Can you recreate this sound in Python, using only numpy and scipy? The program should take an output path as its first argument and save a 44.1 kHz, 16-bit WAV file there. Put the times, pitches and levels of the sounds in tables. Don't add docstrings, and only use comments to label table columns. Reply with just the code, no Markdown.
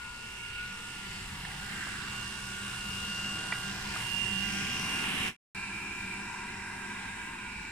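import sys
import numpy as np
from scipy import signal
from scipy.fft import rfft, irfft, next_fast_len
from scipy.io import wavfile
from scipy.ndimage import uniform_filter1d

SR = 44100
rng = np.random.default_rng(int(sys.argv[2]) if len(sys.argv) > 2 else 0)


def pcm_store(signal):
    levels = np.round(np.clip(np.atleast_2d(signal), -1, 1) * 32767)
    wavfile.write(sys.argv[1], SR, levels.astype(np.int16).T)


def attenuation_scalar(level_db):
    decades = np.asarray(level_db, float) / 20
    return 10 ** decades


N = 340011
STEP = 64
SLOW = np.arange(0, N + STEP, STEP)
MUTE_S = 5.365


def walk(rate):
    k = max(int(SR / rate / STEP), 1)
    steps = np.repeat(rng.standard_normal(len(SLOW) // k + 1), k)
    smooth = uniform_filter1d(uniform_filter1d(steps, k), k)
    return 1.3 * smooth[:len(SLOW)]


def curves(tables):
    s, *columns = np.concatenate(tables).T
    return [np.interp(SLOW / SR, s, c) for c in columns]


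def on_log(table, hz):
    f, v = np.transpose(table)
    return np.interp(np.log(hz), np.log(f), v)


def fine(slow, span=slice(0, N)):
    between = np.arange(STEP) / STEP
    return (slow[:-1, None] + np.diff(slow)[:, None] * between).ravel()[span]


def spin(table, hunt, rate):
    hz = curves([table])[0] * (1 + hunt * walk(rate))
    return np.cumsum(fine(hz)) / SR


def by_view(pair):
    return np.where(SLOW < MUTE_S * SR, *pair)


def swells(rows):
    return sum(db * np.exp(-.5 * ((SLOW / SR - s) / long) ** 2) for s, db, long in rows)


# t/s, distance/m, left minus right level/dB
PATH_OF_MACHINE = [
    [(0, 1.47, -1), (1.2, 0.98, -1.5), (1.45, 0.97, -2.5), (1.8, 0.7, -4), (2.4, 0.75, -3.5),
     (3.45, 0.52, -2), (3.6, 0.57, -2.5), (4.0, 0.46, -4.5), (4.1, 0.53, -3.5), (4.6, 0.43, -3),
     (5.28, 0.38, -3.5)],
    [(5.56, 0.81, 0), (5.8, 0.74, 1.5), (6.6, 0.91, 2.5), (7.71, 1.23, 3.5)],
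]


def nearness():
    return -20 * np.log10(np.maximum(curves(PATH_OF_MACHINE)[0], .1))


def tone(turns, db, pan_db, wobble_db=0.5, blur=0.18, across=0.24):
    lean = np.tanh(pan_db * np.log(10) / 40 + 1.2 * across * walk(1.2))
    side = lean + 1j * across * np.sqrt(1 - lean ** 2)
    level = np.sqrt(2) * attenuation_scalar(db + wobble_db * walk(4.05))
    mid = level * np.exp(1j * (2 * np.pi * rng.random() + blur * walk(12)))
    carrier = np.exp(2j * np.pi * turns)
    return np.array([(fine(g) * carrier).imag for g in (mid * (1 + side), mid * (1 - side))])


def hum():
    return tone(48.5 * np.arange(N) / SR, -66.0, 0, 2.5, .4, .05)


# delay/ms, drift/ms, gain
EARLY_ECHOES = [
    (1.9, .3, .13),
    (3.1, .6, .16),
    (5.3, .9, .18),
]


def echoes(x):
    now = np.arange(N)
    out = x.copy()
    bright = x - uniform_filter1d(x, size=48)
    for ms, drift_ms, gain in EARLY_ECHOES:
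        then = now - fine(ms + drift_ms * walk(0.5036)) * SR / 1000
        out += gain * np.array([np.interp(then, now, port) for port in bright])
    return out / np.sqrt(1 + sum(e[2] ** 2 for e in EARLY_ECHOES))


# f/Hz, side level under mid/dB
NOISE_WIDTH = [
    [(60, -30.5), (110, -25), (200, -15.5), (380, -3), (700, -0.5), (1290, -7.5), (2380, 2), (4400, -1),
     (8120, 0.5), (15000, 0)],
    [(60, -36), (110, -28.5), (200, -27), (380, -5), (700, -1.5), (1290, -11), (2380, -3), (4400, 1.5),
     (8120, 2.5), (15000, 1)],
]
# f/Hz, left minus right level/dB
NOISE_LEAN = [
    [(60, -1), (110, 0.5), (200, -0.5), (380, 3), (700, 9), (1290, -1.5), (2380, -2), (4400, -3.5),
     (8120, 2), (15000, -44.5)],
    [(60, 4), (110, 0), (200, -0.5), (380, 2), (700, 7), (1290, -0.5), (2380, -2.5), (4400, -0.5),
     (8120, 10), (15000, -11.5)],
]
# f/Hz, level/dB gained per dB of nearness, level/dB gained as the exhaust swings past
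NOISE_PARTS = [(90, 0.54, -2), (298, 1.25, 6), (516.5, 0.85, -0.5), (1300, 1.02, 1), (2200, 0.71, 4),
               (3340, 0.58, 3), (4980, 1.13, -4.5), (12050, 0.73, 1.5)]
# t/s, f/Hz, level/dB, length/s
NOISE_PATCHES = [(0.6, 2500, 5, 0.14), (1.9, 1700, 6, 0.14), (2.4, 7900, 2, 0.36), (4.598, 1040, -8.5, 0.2),
                 (4.7, 6000, 4.5, 0.27), (4.7, 1610, -6.5, 0.13), (4.65, 2300, 3.5, .12),
                 (5.22, 1900, 1, .08), (5.85, 800, -3, .15), (4.7, 3000, 2.5, .1), (7.05, 3100, 3, 0.28),
                 (6.17, 2400, 1.5, .07), (6.5, 2400, 2.5, 0.077), (7.1, 800, 4, 0.18), (4.9, 1030, 5, .12),
                 (7.6, 1020, -3, .1), (7.0, 1840, 2.5, .4), (1.4, 2100, 3, 0.48), (3.9, 8200, -2.5, .06),
                 (5.2, 3230, 5, .12), (2.95, 1593, -1, 0.095), (1.5, 790, 8, 0.099), (4.1, 1200, -4.5, 0.18),
                 (6, 2400, 1.5, 0.19), (5.4, 2351, 3.5, 0.11), (6.5, 955, -0.5, .3), (6.6, 2600, -0.5, .2),
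                 (7.005, 1620, 3.5, 0.42)]
PATCH_OCTAVES = 0.15


def turbulence(shape, view, span, gain_db, flicker_db, lag_share=.8, lag_hz=3500):
    size = span.stop - span.start
    fast = next_fast_len(size)
    hz = np.maximum(np.arange(fast // 2 + 1) * SR / fast, 1)
    main, other = (rfft(rng.standard_normal(fast)) for _ in range(2))
    mid = attenuation_scalar(on_log(shape, hz))
    mid = mid / np.sqrt(np.mean(mid ** 2))
    wide = attenuation_scalar(on_log(NOISE_WIDTH[view], hz))
    tilt = np.tanh(on_log(NOISE_LEAN[view], hz) * np.log(10) / 20)
    lean = np.clip((1 + wide ** 2) / (2 * wide) * tilt, -.9, .9)
    late = np.clip(lag_share * np.exp(-hz / lag_hz), 0, 1) * np.sqrt(1 - lean ** 2)
    side = wide * ((lean + 1j * late) * main + np.sqrt(1 - lean ** 2 - late ** 2) * other)
    pair = mid * np.array([main + side, main - side])
    thirds = 3 * np.log2(hz)
    octaves = np.log2(shape[-1][0] / shape[0][0])
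    part_hz = np.transpose(NOISE_PARTS)[0]
    out = 0
    for centre in shape[0][0] * 2 ** np.arange(0, octaves + 1 / 3, 1 / 3):
        if on_log(shape, centre) < -40:
            continue
        band = np.cos(np.pi / 2 * np.clip(thirds - 3 * np.log2(centre), -1, 1)) ** 2
        weights = [np.interp(np.log(centre), np.log(part_hz), row) for row in np.eye(len(NOISE_PARTS))]
        patches = swells([(s, g * np.exp(-.5 * (np.log2(centre / f) / PATCH_OCTAVES) ** 2), long)
                        for s, f, g, long in NOISE_PATCHES])
        db = weights @ gain_db + patches + flicker_db * walk(1.967) + 1.34 * walk(9)
        noise = irfft((pair * band).astype(np.complex64), fast)[:, :size]
        out = out + fine(attenuation_scalar(db), span) * noise
    return out


# f/Hz, level/dB per Hz
ROAR_COLOUR = [
    [(12, -32), (20, -1.5), (199, -1.5), (275, -10), (388, -12.5), (584, -19), (823, -15.5), (957, -6.5),
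     (1270, -13), (1410, -9), (1540, -8), (2170, -10.5), (2520, -11), (2740, -9), (3400, -16.5),
     (4420, -32), (7480, -120)],
    [(12, -29), (20, -2), (144, -4.5), (204, 0.5), (281, -6), (372, -4.5), (584, -26.5), (940, 0.5),
     (1190, -12.5), (1470, -8.5), (1600, -1.5), (1740, -7), (1880, -8), (2030, -5.5), (2190, -7.5),
     (2350, 2), (2500, 0), (2600, -7.5), (2800, -9.5), (3050, -17.5), (3400, -25), (4420, -37),
     (7480, -120)],
]
# f/Hz, level/dB per Hz
HISS_COLOUR = [
    [(1830, -40.5), (2900, -8), (2960, -8.5), (3350, -10), (5300, -8.5), (6480, -13.5), (7550, -11.5),
     (9040, -12), (11900, -23), (13900, -24.5), (15200, -25.5)],
    [(1710, -37), (2900, -10.5), (3470, -11.5), (3830, -5.5), (4400, -11), (5720, -7.5), (6350, -15.5),
     (7800, -7), (8200, -11), (8650, -7), (9620, -17), (10200, -17.5), (11900, -24), (13500, -26),
     (15200, -30)],
]
# t/s, rumble level/dB, length/s
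TILE_JOINTS = [
    (.6, 3, 0.069),
    (1.2, 6, 0.088),
    (1.52, 5.5, 0.13),
    (2.88, 3.5, 0.069),
    (4.3, 3, .2),
    (7.55, 6, 0.091),
]
# t/s, upper roar level/dB, length/s
DUST_RUSTLES = [
    (1.5, 3.5, 0.053),
    (1.8, 1.5, .1),
    (4.0, 4.5, 0.11),
    (4.63, 3, 0.098),
    (5.85, -0.5, .2),
    (6.33, 0, 0.16),
]
ROAR_DB, HISS_DB = [-43.5, -42.5], [-48, -54]
BEAT_DEPTH = [0.15, 0.04]
EXHAUST_FROM_S, EXHAUST_TURN_S = 4.16, 1


def air(roller):
    pan_db = curves(PATH_OF_MACHINE)[1]
    exhaust = np.clip((SLOW / SR - EXHAUST_FROM_S) / EXHAUST_TURN_S, 0, 1)
    levels = np.array([slope * nearness() + db * exhaust for _, slope, db in NOISE_PARTS])
    levels[0] += swells(TILE_JOINTS)
    levels[3:5] += swells(DUST_RUSTLES) * np.array([[.3], [1.01]])
    roar, hiss = np.zeros((2, 2, N))
    change = int(MUTE_S * SR)
    for view, span in enumerate([slice(0, change), slice(change, N)]):
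        inside = slice(span.start // STEP, span.stop // STEP)
        gain_db = levels - np.median(levels[:, inside], axis=1, keepdims=True)
        turn = 2 * np.pi * roller[span]
        rows = np.cos(3 * turn) + 0.7 * np.cos(6 * turn) + 0.33 * np.cos(2 * turn)
        beat = 1 + BEAT_DEPTH[view] * rows
        lean = fine(pan_db - np.median(pan_db[inside]), span) / 2
        bristles = turbulence(HISS_COLOUR[view], view, span, gain_db + HISS_DB[view], 0.15)
        hiss[:, span] = bristles * beat * attenuation_scalar(np.array([lean, -lean]))
        roar[:, span] = turbulence(ROAR_COLOUR[view], view, span, gain_db + ROAR_DB[view], 1.5)
    return hiss + echoes(roar)


# t/s, peak level/dB, ring f/Hz, left minus right level/dB, t60/s
GRIT_KNOCKS = [(1.451, -30, 1780, -5, .011), (1.516, -34, 1950, -4, .010), (1.553, -37, 1950, -4, .010),
               (1.700, -35, 1800, -4, .010), (1.730, -35, 1750, -4, .010), (1.782, -35, 1800, -4, .009),
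               (1.815, -34, 1750, -4, .009), (1.869, -32, 1560, -5, .010), (1.870, -30.5, 1030, -5, .011),
               (1.919, -33, 1780, -4, .008), (3.5232, -18.8, 1965, -4, .014),
               (3.523, -26.5, 1180, -3, .011), (3.525, -30.5, 760, -1, .011), (3.538, -30, 1950, -2, .012),
               (3.548, -33, 1500, -2, .008), (3.555, -31, 1650, -3, .013), (3.566, -32, 1600, -3, .010),
               (3.963, -23, 1250, -1, .008), (4.005, -32, 1800, -1, .008), (4.507, -32, 1590, -1, .008),
               (4.542, -30, 1590, -2, .008), (4.67, -29, 2320, 0, .008)]


def grit():
    out, t = np.zeros((2, N)), np.arange(2600) / SR
    modes = [(1, 1), (1.19, .7), (.8, .2), (.6, .16), (2.35, .1), (1.09, .2)]  # (times ring Hz, gain)
    lots = rng.random((len(GRIT_KNOCKS), len(modes) + len(t)))
    for (s, db, hz, pan_db, t60), lot in zip(GRIT_KNOCKS, lots):
        ring = sum(g * np.sin(2 * np.pi * (r * hz * t + p)) for (r, g), p in zip(modes, lot))
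        around = signal.butter(2, [hz / 1.5, hz * 1.6], "band", fs=SR, output="sos")
        scrape = signal.sosfilt(around, lot[len(modes):] - .5)
        ring = ring + .35 * scrape / scrape.std()
        rise = np.minimum(t / t60 * 4, 1)
        decay = np.exp(-np.log(1000) * np.maximum(t - t60 / 2, 0) / max(t60, .004))
        ring = ring * rise * decay
        at = int(s * SR) - 110
        port_db = db - 2.0 + np.array([[pan_db], [-pan_db]]) / 2
        out[:, at:at + len(t)] += attenuation_scalar(port_db) * ring / np.abs(ring).max()
    return out


# t/s, f/Hz
WHEEL_PITCH = [(0, 1437), (.5, 1428), (1.1, 1415), (1.5, 1431), (2.4, 1439), (3.5, 1434), (4.3, 1440),
               (4.9, 1426), (5.3, 1435), (5.5, 1372), (5.95, 1394), (6.2, 1408), (6.8, 1428), (7.5, 1442),
               (7.71, 1440)]
# t/s, level/dB, length/s
WHEEL_STRAIN = [(.1, 5.5, 0.16), (.58, 8, .09), (.85, 3.5, 0.11), (1.08, 4.5, 0.1), (1.3, 0, .05),
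                (1.66, 4.5, 0.06), (2.6, 6, 0.23), (3.45, 8, 0.41), (4.15, -4, .15), (4.56, 3.5, 0.062),
                (4.9, 7.5, .17), (5.2, -2.5, 0.064), (5.8, 0.5, .2), (7.5, 2.5, .12)]


def wheel():
    db = by_view((-55, -56)) + 0.18 * nearness() + swells(WHEEL_STRAIN)
    turns = spin(WHEEL_PITCH, .0058, 30)
    pan_db = -4 + 5 * walk(2.95)
    return tone(turns, db + 2.0 * walk(22), pan_db, 0.9, 0.98)


# t/s, shaft order level/dB, eighth order level/dB
FAN_LEVELS = [
    [(0, -71, -68), (.35, -66, -75), (.79, -67.5, -70), (1.16, -51.5, -68), (1.44, -61, -61),
     (1.75, -48.5, -55), (2.05, -53, -57), (2.35, -51, -60), (2.6, -49.5, -56), (2.78, -54, -66),
     (2.95, -46, -56), (3.3, -48, -54), (3.58, -56.5, -54), (3.68, -40.5, -50), (3.82, -45.5, -56),
     (4.06, -61, -68), (4.29, -42, -56), (4.58, -45, -46.5), (4.75, -46, -50.5), (5.05, -50.5, -50),
     (5.15, -50, -64), (5.28, -51, -62)],
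    [(5.56, -51, -54), (6.5, -53, -54), (6.75, -54, -51.5), (7.1, -57, -53), (7.35, -52.5, -55),
     (7.71, -64, -59)],
]
# t/s, f/Hz
FAN_SPEED = [(0, 198.5), (5.3, 198.5), (5.5, 198.28), (7.71, 198.28)]
FAN_LOW_LEVELS = [-7, -12.5, -9.5, -15, -8, -14.5]
LOW_ORDERS = [.5, 4, 5, 9, 10, 19]
BLADE_MULTIPLES = [36, 37, 39, 40, 43, 47, 54, 72]
# level/dB from the front, level/dB from behind
BLADE_LEVELS = [(-3, -1.5), (-17, -14), (-2, -11), (-1.5, -9), (-11, -4.5), (0.5, -3.5), (-22.5, -19),
                (-14, -13)]
BLADES_SHADED_S, BLADES_SHADE_DB = 3.4, -11
COMB_FIRST, COMB_LAST = 60, 76


def fan():
    shaft_db, eighth_db = curves(FAN_LEVELS)
    shade = np.clip((SLOW / SR - BLADES_SHADED_S) / 0.33, 0, 1) * by_view((1, 0))
    blade_db = by_view((-68, -66.5)) + nearness() + BLADES_SHADE_DB * shade
    turns = spin(FAN_SPEED, by_view((.0024, .00025)), 5)
    imbalance = tone(turns, shaft_db - 2.5 + 2.6 * walk(14), 0, 1.3, 1.3, 0.14)
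    eighth = tone(8 * turns, eighth_db + 1.5, -2.4, 0.67)
    low = sum(tone(k * turns, eighth_db + db, 0, across=min(.3, 0.15 * k))
              for k, db in zip(LOW_ORDERS, FAN_LOW_LEVELS))
    blades = sum(tone(k * turns, blade_db + by_view(db), -1.5, 2.5)
                 for k, db in zip(BLADE_MULTIPLES, BLADE_LEVELS))
    shaft, comb = np.exp(2j * np.pi * turns), 0
    for _ in range(COMB_FIRST, COMB_LAST + 1):
        whistle = attenuation_scalar(3 * rng.standard_normal((2, 1))) * np.exp(2j * np.pi * rng.random())
        comb = (comb + whistle) * shaft
    comb = (comb * np.exp(2j * np.pi * (COMB_FIRST - 1) * turns)).imag
    comb_db = blade_db + by_view((-29, -24)) + 1.5 * walk(4)
    return imbalance + eighth + low + blades + np.sqrt(2) * fine(attenuation_scalar(comb_db)) * comb


# t/s, level/dB, left minus right level/dB
MESH_LEVELS = [
    [(0, -59.5, -17), (.5, -48.5, -30), (.7, -53, 2), (1.0, -53.5, -16), (1.08, -62, 0), (1.19, -52.5, 1),
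     (1.32, -57, 0), (1.5, -57, 5), (1.85, -50, -3), (2.0, -54, -14), (2.14, -46, 1), (2.25, -45.5, -12),
     (2.45, -52, 1), (2.95, -42, 8.5), (3.3, -38.5, -2), (3.45, -43.5, -4), (3.7, -45, -13.5),
     (3.76, -68, -0.5), (3.88, -52, 4), (4.05, -42.5, -20.5), (4.17, -35.5, -37), (4.44, -37, -29),
     (4.6, -49.5, -11), (4.75, -42, -9), (4.97, -38, -9.5), (5.12, -45.5, -9.5), (5.28, -45, -2)],
    [(5.56, -53.5, -10), (7.71, -59.5, 1.1)],
]
# level/dB, level/dB per dB of nearness
MOTOR_LEVELS = [(1.5, 0.9), (-1, 1.93), (1.5, 1.5), (-3.5, 2.5), (3, .9), (-6, 2), (-5, 1.46)]
MOTOR_ORDERS = [3, 6, 9, 19, 21, 25, 42]
# t/s, level/dB, length/s
SIXTH_ORDER_FADES = [
    (1.2, 1, 0.26),
    (2.5, -9.5, .4),
    (3.9, -3, 0.089),
    (4.2, -0.5, 0.084),
    (4.95, -3.5, .1),
    (6.5, 5, 0.29),
]
TEETH = 22


def brush(motor, roller):
    db, pan_db = curves(MESH_LEVELS)
    beat = 1 + 0.17 * np.cos(4 * np.pi * roller) + 0.055 * np.cos(2 * np.pi * roller)
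    mesh = tone(TEETH * motor, db, pan_db, 0.49, 0.9) * beat
    mesh = mesh * (1 + attenuation_scalar(-13) * fine(walk(340)))
    beside = np.maximum(db - 17.5, by_view((-62, -69)))
    orders = 0
    for k, (gain_db, slope) in zip(MOTOR_ORDERS, MOTOR_LEVELS):
        order_db = by_view((-69, -72.5)) + slope * nearness() + gain_db
        if k == 6:
            order_db = order_db + swells(SIXTH_ORDER_FADES)
        orders = orders + tone(k * motor, beside if k == TEETH - 1 else order_db, 0, 1.4)
    thrum = tone(6 * roller, by_view((-61, -66)) + nearness(), 0, 3.2, 0.93, .1)
    return mesh + orders + thrum


# t/s, f/Hz
MESH_PITCH = [(0, 2800), (2, 2804), (3.6, 2803), (4.2, 2799), (5.3, 2797), (5.5, 2722), (7.71, 2722)]


def scene():
    motor = spin(MESH_PITCH, 0.001498, 7) / TEETH
    roller = motor / 6.17
    return hum() + air(roller) + grit() + wheel() + fan() + brush(motor, roller)


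# f/Hz, share of the band rms below which it vanishes
LOST_DETAIL = [(700, .05), (1200, .18), (2500, .26), (3000, .1), (3300, .36), (3800, .48), (6300, .58),
               (8500, .55), (9800, .68), (11500, .95)]
# f/Hz, level/dB under the whole sound where they start to vanish
DROWNED_BANDS = [(6000, -55), (7000, -59), (9000, -58), (10500, -49.5), (12000, -50), (15000, -51)]
DROWNED_SPREAD_DB, TOP_HZ = 6.5, 15140


def phone_thinning(x, size=1024, order=492):
    n, k = np.arange(2 * size)[:, None], np.arange(size)
    window = np.sin(np.pi * (n + .5) / (2 * size))
    basis = np.sqrt(2 / size) * window * np.cos(np.pi / size * (n + .5 + size / 2) * (k + .5))
    count = N // size + 3
    padded = np.pad(x, ((0, 0), (size - order, count * size - N - size + order)))
    hops = padded.reshape(2, count, size)
    coef = np.concatenate([hops[:, :-1], hops[:, 1:]], axis=2) @ basis
    hz = (k + .5) * SR / (2 * size)
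    band = coef.reshape(2, count - 1, -1, 16).var(axis=3).repeat(16, axis=2) + 1e-20
    whole = np.sum(coef ** 2, axis=(0, 2))[:, None] / 2 + 1e-20
    under_db = 10 * np.log10(band.mean(axis=0) / whole)
    luck = uniform_filter1d(rng.standard_normal((count - 1, size // 8)), size=3, axis=0)
    luck = luck.repeat(8, axis=1) * np.sqrt(3)
    heard = under_db + DROWNED_SPREAD_DB * luck > on_log(DROWNED_BANDS, hz)
    keep = heard | (hz < DROWNED_BANDS[0][0])
    keep = keep & (coef ** 2 > band * on_log(LOST_DETAIL, hz) ** 2) & (hz < TOP_HZ)
    frames = (coef * keep) @ basis.T
    joined = frames[:, 1:, :size] + frames[:, :-1, size:]
    first = frames[:, :1, :size] + hops[:, :1] * np.cos(np.pi * (k + .5) / (2 * size)) ** 2
    return np.concatenate([first, joined], axis=1).reshape(2, -1)[:, size - order:][:, :N]


def roll_off(x):
    return signal.sosfilt(signal.butter(12, 15640, fs=SR, output="sos"), x)


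def record(dry):
    t = np.arange(N) / SR
    fade = attenuation_scalar(-385 * np.clip(t - 5.284, 0, .1))
    cut = np.where(t < MUTE_S, fade, t >= 5.548)
    mix = phone_thinning(dry - .00057) * cut
    return roll_off(mix)


dry = scene()
out = record(dry)
pcm_store(out)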